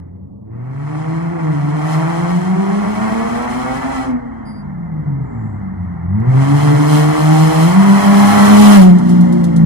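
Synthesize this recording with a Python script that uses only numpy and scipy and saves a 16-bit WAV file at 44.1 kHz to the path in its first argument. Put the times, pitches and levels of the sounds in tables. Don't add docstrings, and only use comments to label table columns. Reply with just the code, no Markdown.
import sys
import numpy as np
from scipy import signal
from scipy.fft import rfft, irfft, next_fast_len
from scipy.io import wavfile
from scipy.ndimage import uniform_filter1d, map_coordinates

SR = 44100
rng = np.random.default_rng(int(sys.argv[2]) if len(sys.argv) > 2 else 0)


def dump_mix(stems):
    frames = np.atleast_2d(stems).T
    limited = np.clip(frames, -1, 1)
    pcm = np.round(limited * 32767).astype(np.int16)
    wavfile.write(sys.argv[1], SR, pcm)


def nominal_scale(level):
    x = np.asarray(level, float) / 20
    return 10 ** x


N = 425565


def unit(x):
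    return x / np.sqrt(np.mean(x ** 2) + 1e-20)


def along(points, hz):
    f, v = np.transpose(points)
    return np.interp(np.log(hz + 1), np.log(f + 1), v)


def curves(rows):
    s, *cols = np.transpose(rows)
    return [np.interp(np.arange(N) / SR, s, c) for c in cols]


def bumps(rows):
    t = np.arange(N) / SR
    return sum(db * np.exp(-((t - s) / width) ** 2) for s, db, width in rows)


def wobble(rate):
    coarse = np.arange(0, N + 64, 64)
    knots = rng.standard_normal(1000)
    return np.interp(np.arange(N), coarse, map_coordinates(knots, [coarse * rate / SR]))


def filtered(x, response):
    m = next_fast_len(N + 8192)
    x = np.concatenate([x, x[..., :-4096:-1]], axis=-1)
    return irfft(rfft(x, m) * response(np.fft.rfftfreq(m, 1 / SR)), m)[..., :N]


# f/Hz, coherence [0-1]
COHERENCE = [(100, 0.56), (300, 1), (600, 0.43), (1200, 0.48), (2100, 0.87), (2800, 0.12), (6000, 0.3),
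             (11000, .1)]


def rush(spectrum, gate=1):
    turn = lambda hz: np.arccos(np.clip(along(COHERENCE, hz), 0, 1)) / 2
    pair = gate * rng.standard_normal((2, N))
    mid, side = filtered(pair, lambda hz: nominal_scale(along(spectrum, hz)) * [np.cos(turn(hz)), np.sin(turn(hz))])
    return unit(np.array([mid + side, mid - side]))


# t/s, firing rate f/Hz
FIRING_RATE = [(0, 88), (.36, 98), (.9, 151), (1.33, 172), (1.58, 143), (2.3, 175), (3.9, 272), (4.7, 193),
               (4.8, 172), (5.5, 102), (6.04, 82), (6.3, 129), (6.6, 146), (7.62, 160), (7.79, 196),
               (8.7, 209), (9.3, 205), (9.65, 190)]
FLYWHEEL_S = .06
PASS_S, PASS_WIDTH_S, DOPPLER_DROP = 8.79, 0.077, .135


def motion():
    passed = (1 + np.tanh((np.arange(N) / SR - PASS_S) / PASS_WIDTH_S)) / 2
    hz = uniform_filter1d(curves(FIRING_RATE)[0], round(FLYWHEEL_S * SR), mode="nearest")
    return hz * (1 - DOPPLER_DROP * passed), passed


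# delay t/s, level/dB
ECHOES = [(.12, -12), (.22, -10), (.34, -8), (.47, -11)]


def order(turns, db, fade, rate, far=0):
    tone = np.exp(2j * np.pi * (turns + rng.random()))
    beat = (1 + fade * (wobble(rate) + 1j * wobble(rate))) * tone
    power = 1 + 2 * fade ** 2
    for s, echo_db in ECHOES if np.any(far) else []:
        late = lambda v: np.pad(v, (round(s * SR), 0), "edge")[:N]
        gain = far * nominal_scale(echo_db + np.minimum(late(db) - db + 3, 0))
        beat += gain * late(tone)
        power = power + gain ** 2
    return np.sqrt(2 / power) * nominal_scale(db) * beat.real


# multiple of the firing rate, level/dB, wander [0-1], wander rate [1/s]
OVERTONES = [(2, -3, 0.48, 22), (3, -7.5, .38, 16), (4, -11, 0, 14), (5, -16, .5, 12)]
OVERRUN_TILT_DB = -4
# multiple, t/s, level/dB, width/s
SWELLS = [(2, 0.63, -8, 0.17), (2, 2.7, 9, 0.22), (2, 3.7, -6.5, 0.33), (2, 5.75, 6, 0.37),
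          (2, 6.33, -6, 0.14), (2, 7.9, -7, 0.29), (2, 8.6, 4.5, 0.14), (2, 9.58, -10, 0.092),
          (3, 2.4, 3, 0.27), (3, 6.1, -7.5, 0.18), (4, 2.5, 7.5, 0.38), (3, 9.3, 11, .25),
          (4, 7, -4.5, 0.43), (4, 8.62, -9.5, .1), (4, 8.28, 9.5, 0.13), (5, 3, -6, .5),
          (5, 7.4, 8.5, 0.22), (5, 8.33, 5, .15)]
# f/Hz, level/dB
PIPE = [(85, -3.5), (190, 3), (260, -3.5), (330, -4.5), (410, -12), (475, -4), (545, -23), (790, -9)]


def overtones(turns, hz, loud_db, far, load):
    total = np.zeros(N)
    for k, db, fade, rate in OVERTONES:
        level_db = loud_db + db + along(PIPE, k * hz)
        level_db = level_db + OVERRUN_TILT_DB * k * (1 - load)
        level_db = level_db + bumps([row[1:] for row in SWELLS if row[0] == k])
        total += order(k * turns, level_db, fade, rate, far * (k < 3.5))
    return total


# multiple of the firing rate, level/dB in its family
HALF_ORDERS = [(.5, -0.79), (2 / 3, -2), (1.5, 1.2), (3.4, -7.5)]
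# multiple of the firing rate, level/dB in its family
THIRD_ORDERS = [(5 / 6, -10.5), (7 / 6, -11), (4 / 3, 2.6), (5 / 3, -7.5), (10 / 3, -12.5)]
STRAIN_START_HZ, STRAIN_FULL_HZ = 157, 218
HALF_DB, HALF_STRAIN_DB, HALF_OVERRUN_DB = -38, 19.5, 21
THIRD_DB, THIRD_STRAIN_DB, THIRD_OVERRUN_DB = -43.5, 21.5, 20
THIRD_TAIL_DB = 34


def uneven_orders(turns, hz, loud_db, load, passed):
    strain = np.clip((hz - STRAIN_START_HZ) / (STRAIN_FULL_HZ - STRAIN_START_HZ), 0, 1)
    overrun = 1 - load
    half_db = loud_db + HALF_DB + np.maximum(HALF_STRAIN_DB * strain, HALF_OVERRUN_DB * overrun)
    third_db = loud_db + THIRD_DB + np.maximum(THIRD_STRAIN_DB * strain, THIRD_OVERRUN_DB * overrun)
    third_db = third_db + THIRD_TAIL_DB * passed * overrun
    halves = sum(order(k * turns, half_db + db, .45, 9) for k, db in HALF_ORDERS)
    thirds = sum(order(k * turns, third_db + db, .28, 8) for k, db in THIRD_ORDERS)
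    return halves + thirds


BODY_HZ, DOWNSHIFT_S, BODY_DB, BODY_WIDTH_S = 149, 4.7, -28, .13


def body_boom():
    swell = bumps([(DOWNSHIFT_S, 1, BODY_WIDTH_S)])
    return swell * order(BODY_HZ * np.arange(N) / SR, BODY_DB, .25, 12)


# t/s, level/dB
LOUDNESS = [(0, -28.5), (.4, -36.5), (.55, -25.5), (1, -22), (1.5, -18), (2.7, -17.5), (4.1, -18.5),
            (4.3, -27), (4.7, -31.5), (5.15, -16), (5.6, -21.5), (6, -20), (6.3, -7.5), (7.6, -11),
            (8.3, -6), (8.86, -1.5), (9.03, -9), (9.65, -10.5)]
# t/s, strength of the echoes, throttle [0-1]
ECHO_AND_THROTTLE = [(0, .8, .3), (.76, .75, 1), (2, .75, 1), (3.2, 1.2, 1), (4.11, 1.2, 1), (4.22, 1.1, 0),
                     (6.08, .7, 0), (6.36, .4, 1), (7, .7, 1), (7.6, .35, 1), (8.85, .3, 1),
                     (9.03, .5, .35), (9.65, .6, .35)]
# t/s, depth level/dB, width/s
NULLS = [(1.36, 7.5, 0.064), (2.17, 11.5, .02), (4.14, -9, .04), (4.21, 11, 0.022), (5.04, 19.5, 0.016),
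         (5.3, 23.5, 0.041), (5.68, 10, 0.065), (5.98, 9, 0.07), (6.19, 7.5, .015), (6.25, 10, 0.018),
         (6.36, -0.5, .05), (6.47, 10, .03), (6.61, 7, 0.046), (6.87, 5, 0.069), (7.06, 7, 0.046),
         (7.17, 10.5, 0.059), (7.4, -2, 0.074), (7.52, 17.5, 0.03), (7.72, 3.5, .03), (7.88, -4.5, 0.042),
         (8.02, 11.5, 0.033), (8.28, 7.5, 0.037), (8.45, -1, 0.064), (9.02, 7.5, 0.06), (9.13, -3, 0.045),
         (9.4, 6, 0.098)]
# f/Hz, level/dB
BOOM = [(35, -87.5), (90, -42.5), (130, 0), (250, -2), (400, -4.5), (1500, -120)]


def pipe_tones():
    hz, passed = motion()
    loud_db = curves(LOUDNESS)[0]
    far, load = curves(ECHO_AND_THROTTLE)
    turns = np.cumsum(hz) / SR
    first_db = loud_db + along(PIPE, hz)
    low = order(turns, first_db - bumps(NULLS), .21, 28, far)
    low += overtones(turns, hz, loud_db, far, load)
    low += uneven_orders(turns, hz, loud_db, load, passed)
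    low += body_boom()
    low = filtered(low, lambda f: f ** 6 / (f ** 6 + 58. ** 6))
    return low + nominal_scale(uniform_filter1d(first_db, SR // 4) - 20.5) * rush(BOOM)


# f/Hz, T60 t/s
STREET = [(100, 0.17), (600, 0.76), (3000, 0.049)]


def street(x):
    hz, t, z = signal.stft(rng.standard_normal((2, SR // 2)), SR, nperseg=256)
    decay = nominal_scale(-60 * t / along(STREET, hz)[:, None])
    a, b = signal.istft(z * decay, SR, nperseg=256)[1]
    tail = np.array([a + 1.22 * b, a - 0.6 * b])
    return signal.fftconvolve(x[None], tail / np.linalg.norm(tail[0]), axes=1)[:, :N]


# level/dB, delay t/ms (one bank has the longer pipe)
CYLINDERS = [(0, 0), (-3, .2), (1, -.05), (-4, .16), (-1, .05), (-2.5, .25)]
# f/Hz, level/dB
BARK = [(460, -6.5), (550, -12), (680, 1), (820, -3), (1150, -5), (2100, -12), (2650, -20.5), (6000, -120)]
BARK_LOW_HZ = 131


def bark(turns, hz):
    at = np.flatnonzero(np.diff(np.floor(turns)))
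    chance = rng.standard_normal((len(at), 2))
    size_db, late_ms = np.resize(CYLINDERS, (len(at), 2)).T
    late = np.round(late_ms * SR / 1000 + 2.5 * chance[:, 0]).astype(int)
    pulses = np.zeros(N)
    pulses[np.clip(at + late, 0, N - 1)] = nominal_scale(size_db + 1.7 * chance[:, 1])
    pipe = lambda f: nominal_scale(along(BARK, f)) * np.exp(-1j * 2.5 * np.log(f + 1))
    pulses = filtered(-pulses / np.sqrt(hz), pipe)
    knocks = unit(unit(pulses) + 1.1 * unit(street(pulses)))
    gas = rush(BARK, 0.24 + np.exp(-(turns % 1) / 2.2))
    return filtered(.83 * knocks + .56 * gas, lambda f: f ** 4 / (f ** 4 + BARK_LOW_HZ ** 4))


# f/Hz, level/dB
TYRES = [(250, -26), (400, -6.5), (530, -6), (720, 2.5), (1150, -2.5), (2100, -8), (2450, -25), (6000, -90)]


def tyre_roar():
    return nominal_scale(0.37 * wobble(7.6)) * rush(TYRES)


# f/Hz, level/dB
RASP = [(900, -120), (2600, 6), (3900, 1), (6000, -1), (8500, -2), (10000, -7), (11500, -16), (14500, -120)]
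# f/Hz, level/dB
SIZZLE = [(5000, -120), (9500, -1), (11500, -8), (13500, -9), (15500, -11), (16000, -54.5)]
# t/s, level/dB, width/s
FLARES = [(.8, 2.5, 0.1), (1.35, -5, 0.081), (1.92, 3, .06), (2.36, 2.5, 0.11), (3, 0, 0.035),
          (6.3, 1.5, 0.028), (6.66, 5, 0.15), (6.96, 9, 0.11), (7.22, 5, 0.071), (7.36, 3.5, 0.093),
          (7.58, 4.5, 0.16), (8.64, 3.5, 0.13), (9.1, 5, 0.065)]
RASP_DB, RASP_GROWS, RASP_KNEE_DB, RASP_TAIL_DB = -39, 1.39, -21.5, 5.5
RASP_OVERRUN_DB, WIDE_OPEN, COAST_HISS_DB = -11, .45, -32
TIP_SPACING_HZ, TIP_PEAK_HZ, TIP_RIPPLE_DB, TIP_FADES_HZ = 1000, 4200, 3, 7000


def tip_response(f):
    ripple = np.cos(2 * np.pi * (f - TIP_PEAK_HZ) / TIP_SPACING_HZ)
    return nominal_scale(TIP_RIPPLE_DB * ripple / (1 + (f / TIP_FADES_HZ) ** 4))


def rasp(turns, passed, load, gas_db):
    shut = np.clip((1 - load) / WIDE_OPEN, 0, 1) * (1 - passed)
    rasp_db = RASP_DB + RASP_GROWS * (gas_db - RASP_KNEE_DB)
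    rasp_db = rasp_db + RASP_TAIL_DB * passed + RASP_OVERRUN_DB * shut + bumps(FLARES)
    rasp_db = np.maximum(rasp_db, gas_db + COAST_HISS_DB)
    puff = 0.94 + np.exp(-(turns % 1) / 0.31)
    sizzle = nominal_scale(np.clip(0.4 * (rasp_db + 28.0), -14, 0) - 8) * rush(SIZZLE, puff)
    flutter = nominal_scale(.5 * wobble(12) + .8 * wobble(30))
    return nominal_scale(rasp_db) * flutter * filtered(rush(RASP, puff) + sizzle, tip_response)


# t/s, level/dB
GAS = [(0, -52), (.4, -80), (.54, -46.5), (.96, -29.5), (1.68, -27.5), (1.95, -21.5), (2.5, -25),
       (3.12, -21.5), (4.02, -22.5), (4.22, -36), (4.7, -40.5), (6.12, -39.5), (6.42, -21.5), (7.8, -17),
       (8.3, -12), (8.77, -10.5), (8.95, -28.5), (9.65, -33.5)]


def blasts():
    hz, passed = motion()
    load, gas_db = curves(ECHO_AND_THROTTLE)[1], curves(GAS)[0]
    turns = np.cumsum(hz) / SR
    mid = load * bark(turns, hz) + np.sqrt(1 - load ** 2) * tyre_roar()
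    return nominal_scale(gas_db + 0.49 * wobble(13)) * mid + rasp(turns, passed, load, gas_db)


# f/Hz, level/dB
NIGHT = [(40, -16), (80, -3), (150, -3), (400, -15.5), (1200, -36.5), (4000, -120)]
# t/s, level/dB
RUMBLE = [(0, -51.5), (3.2, -49), (3.5, -30), (5, -30), (6.3, -43.5), (6.9, -58.5), (8.2, -43), (8.65, -38),
          (9, -48), (9.65, -41)]
# f/Hz, level/dB
DRONE = [(18, -37.5), (33, -7.5), (50, 4), (90, 1), (160, -13), (500, -120)]


def night():
    return nominal_scale(-37.0) * rush(NIGHT) + nominal_scale(curves(RUMBLE)[0] - 9.5) * rush(DRONE)


# t/s, peak level/dB
TICKS = [(2.36, -45), (2.41, -42), (6.2, -48), (5.4824, -59), (5.599, -61), (8.984, -28.5), (9.0924, -27),
         (9.208, -29), (9.3248, -28.5), (9.441, -25), (9.5616, -25.5)]
# f/Hz, level/dB
STONE = [(2000, -30.5), (3500, -4.5), (10000, -5), (14000, -19.5), (16000, -29)]


def pad_clicks_and_stone():
    burst, t = np.zeros(N + SR), np.arange(SR // 10) / SR
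    for s, db in TICKS:
        decay_s = .08 * min(1, nominal_scale(db + 45)) + .012
        burst[round(s * SR):][:len(t)] += nominal_scale(db - 8 - 60 * t / decay_s)
    return burst[:N] * rush(STONE)


# f/Hz, level/dB
HUM = [(43, -46.5), (65, -41.5)]
HUM_START_S = 2.7


def cooling_unit():
    t = np.arange(N) / SR
    hum = sum(nominal_scale(db + 0.5 + wobble(1.9)) * np.sin(2 * np.pi * hz * t) for hz, db in HUM)
    return np.clip((t - HUM_START_S) * 10, 0, 1) * hum


# start t/s, length/s, f/Hz, width/Hz, level/dB
SQUEAKS = [
    (4.45, .08, 4830, 200, -50),
    (4.51, .12, 4770, 130, -54),
    (4.45, .09, 9620, 300, -54),
    (4.5, .13, 9550, 350, -63),
    (4.22, .33, 3120, 350, -70),
    (5.2, .41, 7350, 700, -69),
    (5.38, .22, 7950, 600, -72),
]


def brake_squeaks():
    out = np.zeros(N)
    for s, length, hz, width, db in SQUEAKS:
        span = np.arange(round(length * SR)) / SR
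        drift = unit(uniform_filter1d(rng.standard_normal(SR), 60))
        flutter = np.cumsum(drift)[:len(span)] * np.pi * width / SR
        swell = np.sqrt(2 * np.sin(np.pi * span / length))
        out[round(s * SR):][:len(span)] += nominal_scale(db) * swell * np.sin(2 * np.pi * hz * span + flutter)
    return out


def scene():
    return pipe_tones() + blasts() + night() + pad_clicks_and_stone() + cooling_unit() + brake_squeaks()


def thinned(x, keep, faint_db):
    hz, _, z = signal.stft(np.pad(x, ((0, 0), (0, 2048)), "reflect"), SR, nperseg=1024)
    power, hz = np.abs(z) ** 2, hz[:, None]
    local = uniform_filter1d(uniform_filter1d(power, 12, 1), 3, 2)
    treble = np.mean(power[:, 130:230], axis=(0, 1))
    strong = power > keep * local
    present = (hz < 10800) | (local > nominal_scale(2 * faint_db) * treble)
    kept = (strong & present) | (hz < 1200)
    return signal.istft(z * kept, SR, nperseg=1024)[1][:, :N]


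def roll_off(x):
    return signal.sosfilt(signal.butter(12, 15820, fs=SR, output="sos"), x)


# f/Hz, left-right level/dB
PORTS = [(300, 0.5), (430, -2), (600, 0.5), (820, -2), (1300, -1.5), (2100, 3.5), (3000, -4.5), (6400, 3),
         (8600, 0), (10300, -8), (12500, -7.5), (15000, -1)]
# f/Hz, phase [rad]
TWIST = [(150, -.1), (300, 0.26), (430, 0.0036), (600, -1.12), (820, 0.57), (1030, 0.99), (1400, -0.49),
         (2100, 0.35)]
LAG_S = 43 / SR
FADE_OUT_S = .004


def record(dry):
    late = lambda hz: np.exp(-2j * np.pi * hz * LAG_S - 1j * along(TWIST, hz))
    left = lambda hz: nominal_scale(along(PORTS, hz) / 2) * late(hz)
    right = lambda hz: nominal_scale(-along(PORTS, hz) / 2)
    x = filtered(dry, lambda hz: [left(hz), right(hz)] * (hz > 15))
    x = x / (1 + np.abs(x / 1.02) ** 8) ** (1 / 8)
    x = thinned(x, keep=.65, faint_db=-10.5)
    x = filtered(x, lambda hz: hz ** 2 / (hz ** 2 + 15 ** 2))
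    x += nominal_scale(-84) * rng.standard_normal(x.shape)
    x *= np.clip((N - np.arange(N)) / SR / FADE_OUT_S, .1, 1)
    return roll_off(np.clip(x, -1, 1))


dry = scene()
out = record(dry)
dump_mix(out)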